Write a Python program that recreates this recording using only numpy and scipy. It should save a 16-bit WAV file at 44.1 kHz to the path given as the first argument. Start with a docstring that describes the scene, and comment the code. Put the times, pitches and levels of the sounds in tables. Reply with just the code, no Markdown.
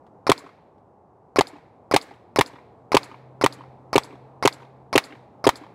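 """Far traffic rushes softly over a snowy field; after a faint tick of handling, a paintball marker fires.
The valve clicks, the bolt chirps, gas pops from the barrel, and the ball smacks a face mask on a stand.
Paint patters down, trees and boards answer, and the trigger resets. After another tick, nine more shots
follow, about two a second. Under them a distant engine picks up speed; two hits set the steel stand
ringing, and the engine eases off."""
import sys
import numpy as np
from scipy import signal
from scipy.fft import rfft, irfft, next_fast_len
from scipy.io import wavfile
from scipy.ndimage import map_coordinates

SR = 44100
rng = np.random.default_rng(int(sys.argv[2]) if len(sys.argv) > 2 else 0)


def put_to_file(sound):
    """Save the sound as 16-bit audio at rate SR, in the file named by the first command-line argument."""
    columns = np.atleast_2d(sound).T  # one column per channel
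    safe = np.clip(columns, -1, 1)
    whole_steps = np.round(safe * 32767)
    wavfile.write(sys.argv[1], SR, whole_steps.astype(np.int16))


N = 253406
TIME = np.arange(N) / SR
AGE = np.arange(SR) / SR  # seconds since an event began


def amp(db):
    """Amplitude ratio of a level in decibels."""
    return 10 ** (np.asarray(db) / 20)


def unit(x):
    """Normalisation to rms 1."""
    return x / np.sqrt(np.mean(x ** 2) + 1e-20)


def along(points, hz):
    """Interpolation on a logarithmic frequency axis."""
    knots_hz, values = np.transpose(points)
    return np.interp(np.log(hz + 1), np.log(knots_hz + 1), values)


def filtered(x, response):
    """Filtering as multiplication of the spectrum by a frequency response."""
    size = next_fast_len(len(x) + 8192)
    return irfft(rfft(x, size) * response(np.fft.rfftfreq(size, 1 / SR)), size)[:len(x)]


def noise(spectrum, size=SR):
    """White noise shaped by a relative spectrum, at rms 1."""
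    return unit(filtered(rng.standard_normal(size), lambda hz: amp(along(spectrum, hz))))


def wobble(rate_hz):
    """Smooth random modulation: a spline through rate_hz knots a second."""
    return map_coordinates(rng.standard_normal(int(N * rate_hz / SR) + 4), [TIME * rate_hz])


def fade(t60_s, start_s=0):
    """Exponential decay from a sudden onset, 60 dB in t60_s."""
    return (AGE >= start_s) * amp(-60 * np.maximum(AGE - start_s, 0) / t60_s)


def swell(peak_s, sharpness=1):
    """Gamma envelope: a rounded rise to 1 at peak_s and a longer fall."""
    return (AGE / peak_s * np.exp(1 - AGE / peak_s)) ** sharpness


def hold(length_s, t60_s):
    """Steady excitation, then free decay."""
    return np.where(AGE < length_s, 1, fade(t60_s, length_s))


def tone(hz, start_s=0):
    """Simple harmonic motion from zero phase."""
    return np.sin(2 * np.pi * hz * np.maximum(AGE - start_s, 0))


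def add(track, start_s, sound):
    """Superposition of a sound on the track."""
    i = max(round(start_s * SR), 0)
    track[i:i + len(sound)] += sound[:len(track) - i]


# spectrum of far traffic: frequency_hz, level_db
TRAFFIC_SPECTRUM = [(25, -26), (55, -12.5), (76, -7), (100, -5), (290, -7.5), (430, -5.5), (600, -8),
                    (820, -5.5), (1100, -14.5), (1520, -28.5), (2200, -38), (3200, -47.5), (8000, -52),
                    (15000, -64.5)]
# its slow rise and fall: time_s, level_db
TRAFFIC_LEVEL = [(0.0, -52), (1.02, -55.5), (1.62, -53.5), (4.14, -49.5), (4.93, -52), (5.75, -50)]


def traffic():
    """Incoherent sources: far vehicles sum to a low, slowly varying noise."""
    level_db = np.interp(TIME, *np.transpose(TRAFFIC_LEVEL)) + 0.17 * wobble(3.6)
    return amp(level_db) * noise(TRAFFIC_SPECTRUM, size=N)


# ticks of handling: start_s, level_db
TICKS = [(0.066, -60), (0.781, -68.5)]
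# spectrum of a tick: frequency_hz, level_db
TICK_SPECTRUM = [(200, -12), (1500, 5), (5000, -12), (14000, -30)]


def handling():
    """Impulsive excitation: light contacts give short bursts of noise."""
    out = np.zeros(N)
    for start_s, level_db in TICKS:
        add(out, start_s, amp(level_db) * noise(TICK_SPECTRUM) * fade(0.055))
    return out


# chirp of the sliding bolt: after_click_s, pitch_hz
BOLT_PITCH = [(0, 1416), (.003, 1315), (.007, 1054), (.012, 1090), (.016, 863)]
# resonances of the marker's body: frequency_hz, level_db
BODY_SPECTRUM = [(200, -17), (800, 9.5), (1700, -5.5), (2200, 7.5), (3000, -19), (4400, -2), (5300, 1.5),
                 (6600, -19.5), (9300, -22), (10500, -13.5), (11700, -34.5), (12700, -23), (15000, -39.5)]


def bolt(travel_s=.0138):
    """Impact and friction: the valve clicks, the bolt chirps along its seals and knocks at its stop."""
    click = amp(-9.5) * tone(720) * fade(0.0069) + amp(-18) * noise(BODY_SPECTRUM) * fade(0.0035)
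    pitch_hz = np.interp(AGE, *np.transpose(BOLT_PITCH)) * (1 + 0.014 * rng.standard_normal())
    chirp = amp(-22.5) * np.sin(2 * np.pi * np.cumsum(pitch_hz) / SR)
    slide = (chirp + amp(-27.5) * noise(BODY_SPECTRUM)) * hold(travel_s, 0.025)
    knock = amp(-19) * tone(330, travel_s) * fade(0.0081, travel_s)
    clack = amp(-25) * noise(BODY_SPECTRUM) * fade(0.0093, travel_s)
    return click + slide + knock + clack


# modes of the barrel's air column: pitch_hz, level_db, peak_s
BARREL_MODES = [(373.7, -2, 0.0018), (125, -20.5, 0.0049), (327, -17.5, .007)]
# spectrum of the gas jet: frequency_hz, level_db
JET_SPECTRUM = [(200, -8), (900, 4.5), (1400, -3.5), (2400, 0), (3400, -3.5), (5000, -12), (7000, -12.5),
                (10500, -19), (12500, -26), (16000, -34)]


def pop(bounce_s=.0074, bounce_db=-3.5, snow_hz=1200, bend=3.11, bend_s=0.00054):
    """Air-column resonance and jet noise: gas rings the barrel and escapes; snow reflects the lows."""
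    tuning = 1 + 0.015 * rng.standard_normal()
    # the column starts short and high, and drops in pitch as the ball runs down the barrel
    clock = tuning * (AGE + bend * bend_s * (1 - np.exp(-AGE / bend_s)))
    column = 0
    for k, (pitch_hz, level_db, peak_s) in enumerate(BARREL_MODES):
        mode = np.sin(2 * np.pi * pitch_hz * clock) * swell(peak_s, 1.24)
        column += (-1) ** k * amp(level_db + rng.normal(0, 1)) * mode
    blow_by = amp(-14) * np.exp(-((AGE - .0046) / 0.0012) ** 2)  # gas around the ball
    blast = amp(-11.5) * np.exp(-((AGE - .0072) / 0.001) ** 2)  # gas behind it
    sound = noise(JET_SPECTRUM) * (blow_by + blast + amp(-26.5) * hold(0.013, 0.017)) - column
    reflection = signal.lfilter(*signal.butter(1, snow_hz, fs=SR), sound)
    add(sound, bounce_s, amp(bounce_db) * reflection)
    return sound


# echoes off boards and a building: delay_s, level_db, t60_s
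ECHOES = [(0.064, -45.5, 0.029), (.088, -50, .04), (.145, -43, 0.039), (.174, -46.5, .02)]
# spectrum of an echo: frequency_hz, level_db
ECHO_SPECTRUM = [(60, -14.5), (200, -4), (280, 7), (400, -23), (800, -1.5), (2200, -5.5), (5000, -17),
                 (12000, -26.5)]
# spectrum of the scatter from the trees: frequency_hz, level_db
SCATTER_SPECTRUM = [(60, -12.5), (280, 5.5), (500, 6), (900, -2), (1500, -3.5), (2200, -5), (3000, -18),
                    (4000, -13.5), (6000, -22.5), (10000, -30), (16000, -40.5)]
# decay time of that scatter: frequency_hz, t60_s
SCATTER_DECAY = [(150, 0.23), (1000, 0.57), (3000, 0.89), (6000, .58), (14000, 0.54)]


def field(burst, lag_s, scatter_db, build_s=.008):
    """Reflection and scattering: walls add distinct echoes, trees a diffuse tail."""
    response = np.zeros(SR)
    for delay_s, level_db, t60_s in ECHOES:
        echo = noise(ECHO_SPECTRUM) * fade(t60_s)
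        add(response, delay_s, amp(level_db) * echo / np.linalg.norm(echo))
    heard = burst + signal.fftconvolve(burst, response)[:len(burst)]
    hz, age_s, bands = signal.stft(noise(SCATTER_SPECTRUM), SR, nperseg=256)
    decay = amp(-60 * age_s / along(SCATTER_DECAY, hz)[:, None])
    tail = signal.istft(bands * decay, SR, nperseg=256)[1][:SR]
    tail *= 1 - np.exp(-AGE / build_s)
    # the tail's energy is proportional to the burst's
    add(heard, lag_s, amp(scatter_db) * np.linalg.norm(burst) * tail / np.linalg.norm(tail))
    return heard


# modes of the mask's shell: pitch_hz, level_db, t60_s
MASK_MODES = [(265, -34, 0.014), (774, -22, 0.038), (1150, -9.5, 0.022), (1984, -17.5, 0.022),
              (3270, -21, 0.024)]
# spectrum of the bursting ball: frequency_hz, level_db
SPLAT_SPECTRUM = [(150, -17), (600, -4), (1100, 9), (1500, -5), (2100, 4.5), (3000, -3), (3800, 0),
                  (6000, -12), (10000, -17), (16000, -27)]


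def smack(lens_hz, splat_db):
    """Damped modes struck by an impact: lens and mask ring as the ball cracks and its paint sprays."""
    lens = amp(-4) * tone(lens_hz) * swell(.001)
    mask = 0
    for pitch_hz, level_db, t60_s in MASK_MODES:
        mask += amp(level_db + rng.normal(0, 1.5)) * tone(pitch_hz * rng.normal(1, .025)) * fade(t60_s)
    crack = amp(2.5) * fade(0.0053)
    spray = amp(-7.5) * np.exp(-((AGE - .0043) / 0.00048) ** 2) + amp(-12) * fade(0.056)
    return amp(splat_db) * noise(SPLAT_SPECTRUM) * (crack + spray) - lens - mask


# spectrum of the paint drops: frequency_hz, level_db
DROP_SPECTRUM = [(1000, -5.5), (4000, 0), (8000, -5), (16000, -19.5)]


def drops(rate_hz=1200, spread_db=4):
    """Random small impacts merge into grainy noise: paint and bits of shell patter down and die away."""
    patter = unit(noise(DROP_SPECTRUM) * amp(spread_db * wobble(rate_hz)[:SR]))
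    return amp(-50.5) * patter * fade(0.47)


# spectrum of air refilling the chamber: frequency_hz, level_db
REFILL_SPECTRUM = [(1000, -5), (3000, -2), (4200, 9), (6000, -1.5), (7500, 9.5), (8500, -2.5), (9600, 4),
                   (12000, -5.5), (16000, -24.5)]


def reset():
    """Impact and turbulence: the trigger ticks against its stop and air hisses into the chamber."""
    tick = (tone(4850) + .9 * tone(4350) + .5 * tone(3600)) * swell(.001)
    hiss = amp(-19.5) * noise(REFILL_SPECTRUM) * hold(0.016, 0.065)
    return tick / np.abs(tick).max() + hiss


# course of the distant engine: time_s, pitch_hz, level_db
ENGINE_COURSE = [(1.7, 112.1, -73.5), (2.1, 114, -59), (2.749, 122, -59.5), (3.3, 128.8, -47.5),
                 (4.85, 130.8, -52), (5.3, 125.7, -59.5), (5.75, 120.5, -54.5)]


def engine():
    """A periodic source: the hum rises in pitch as the engine picks up speed and falls as it eases."""
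    time_s, pitch_hz, level_db = np.transpose(ENGINE_COURSE)
    wavering_hz = np.interp(TIME, time_s, pitch_hz) * (1 + .009 * wobble(14))
    gain = amp(np.interp(TIME, time_s, level_db) + 0.83 * wobble(17))
    return gain * np.sin(2 * np.pi * np.cumsum(wavering_hz) / SR)


# hits that ring the steel stand: start_s, level_db
STAND_RINGS = [(3.4625, -62), (3.9792, -54)]


def stand(pitch_hz=8005, t60_s=.33):
    """Free vibration: one lightly damped mode of the steel rings on after a hit."""
    out = np.zeros(N)
    for start_s, level_db in STAND_RINGS:
        add(out, start_s, amp(level_db) * tone(pitch_hz) * fade(t60_s))
    return out


# pulls of the trigger: start_s, lens_pitch_hz, splat_gain_db, held_s
SHOTS = [(.268, 1010, -7.5, 0.11), (1.36, 870, -10, 0.11), (1.9132, 853, -2, 0.1), (2.361, 980, -6, 0.1),
         (2.919, 1021, -6, .112), (3.4128, 974, -12, .112), (3.9303, 956, -8.5, .1042),
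         (4.426, 905, -6.5, 0.1), (4.929, 873, -2.5, 0.11), (5.4416, 995, -8.5, .115)]


def scene(dwell_s=.0251, flight_s=.0246):
    """Superposition: over the background, each shot's click, pop, hit and reset follow in turn."""
    out = traffic() + handling()
    for start_s, lens_hz, splat_db, held_s in SHOTS:
        shot = amp(-0.44) * bolt()
        add(shot, dwell_s, amp(-0.85) * pop())
        add(out, start_s, field(shot, lag_s=dwell_s, scatter_db=-32))
        hit = field(smack(lens_hz, splat_db), lag_s=0, scatter_db=-27) + amp(splat_db) * drops()
        add(out, start_s + dwell_s + flight_s, hit)
        add(out, start_s + held_s, amp(-30.5) * reset())
    return (out + engine() + stand())[None]


def record(dry, low_cut_hz=65, ceiling=.72, top_hz=16000):
    """Band limiting and soft saturation: deep bass is shed, peaks are rounded, the top treble is cut."""
    lean = signal.lfilter(*signal.butter(2, low_cut_hz, "high", fs=SR), dry[0])
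    rounded = lean / (1 + np.abs(lean / ceiling) ** 6) ** (1 / 6)
    return filtered(rounded, lambda hz: 1 / (1 + (hz / top_hz) ** 100))[None]


dry = scene()
out = record(dry)
put_to_file(out)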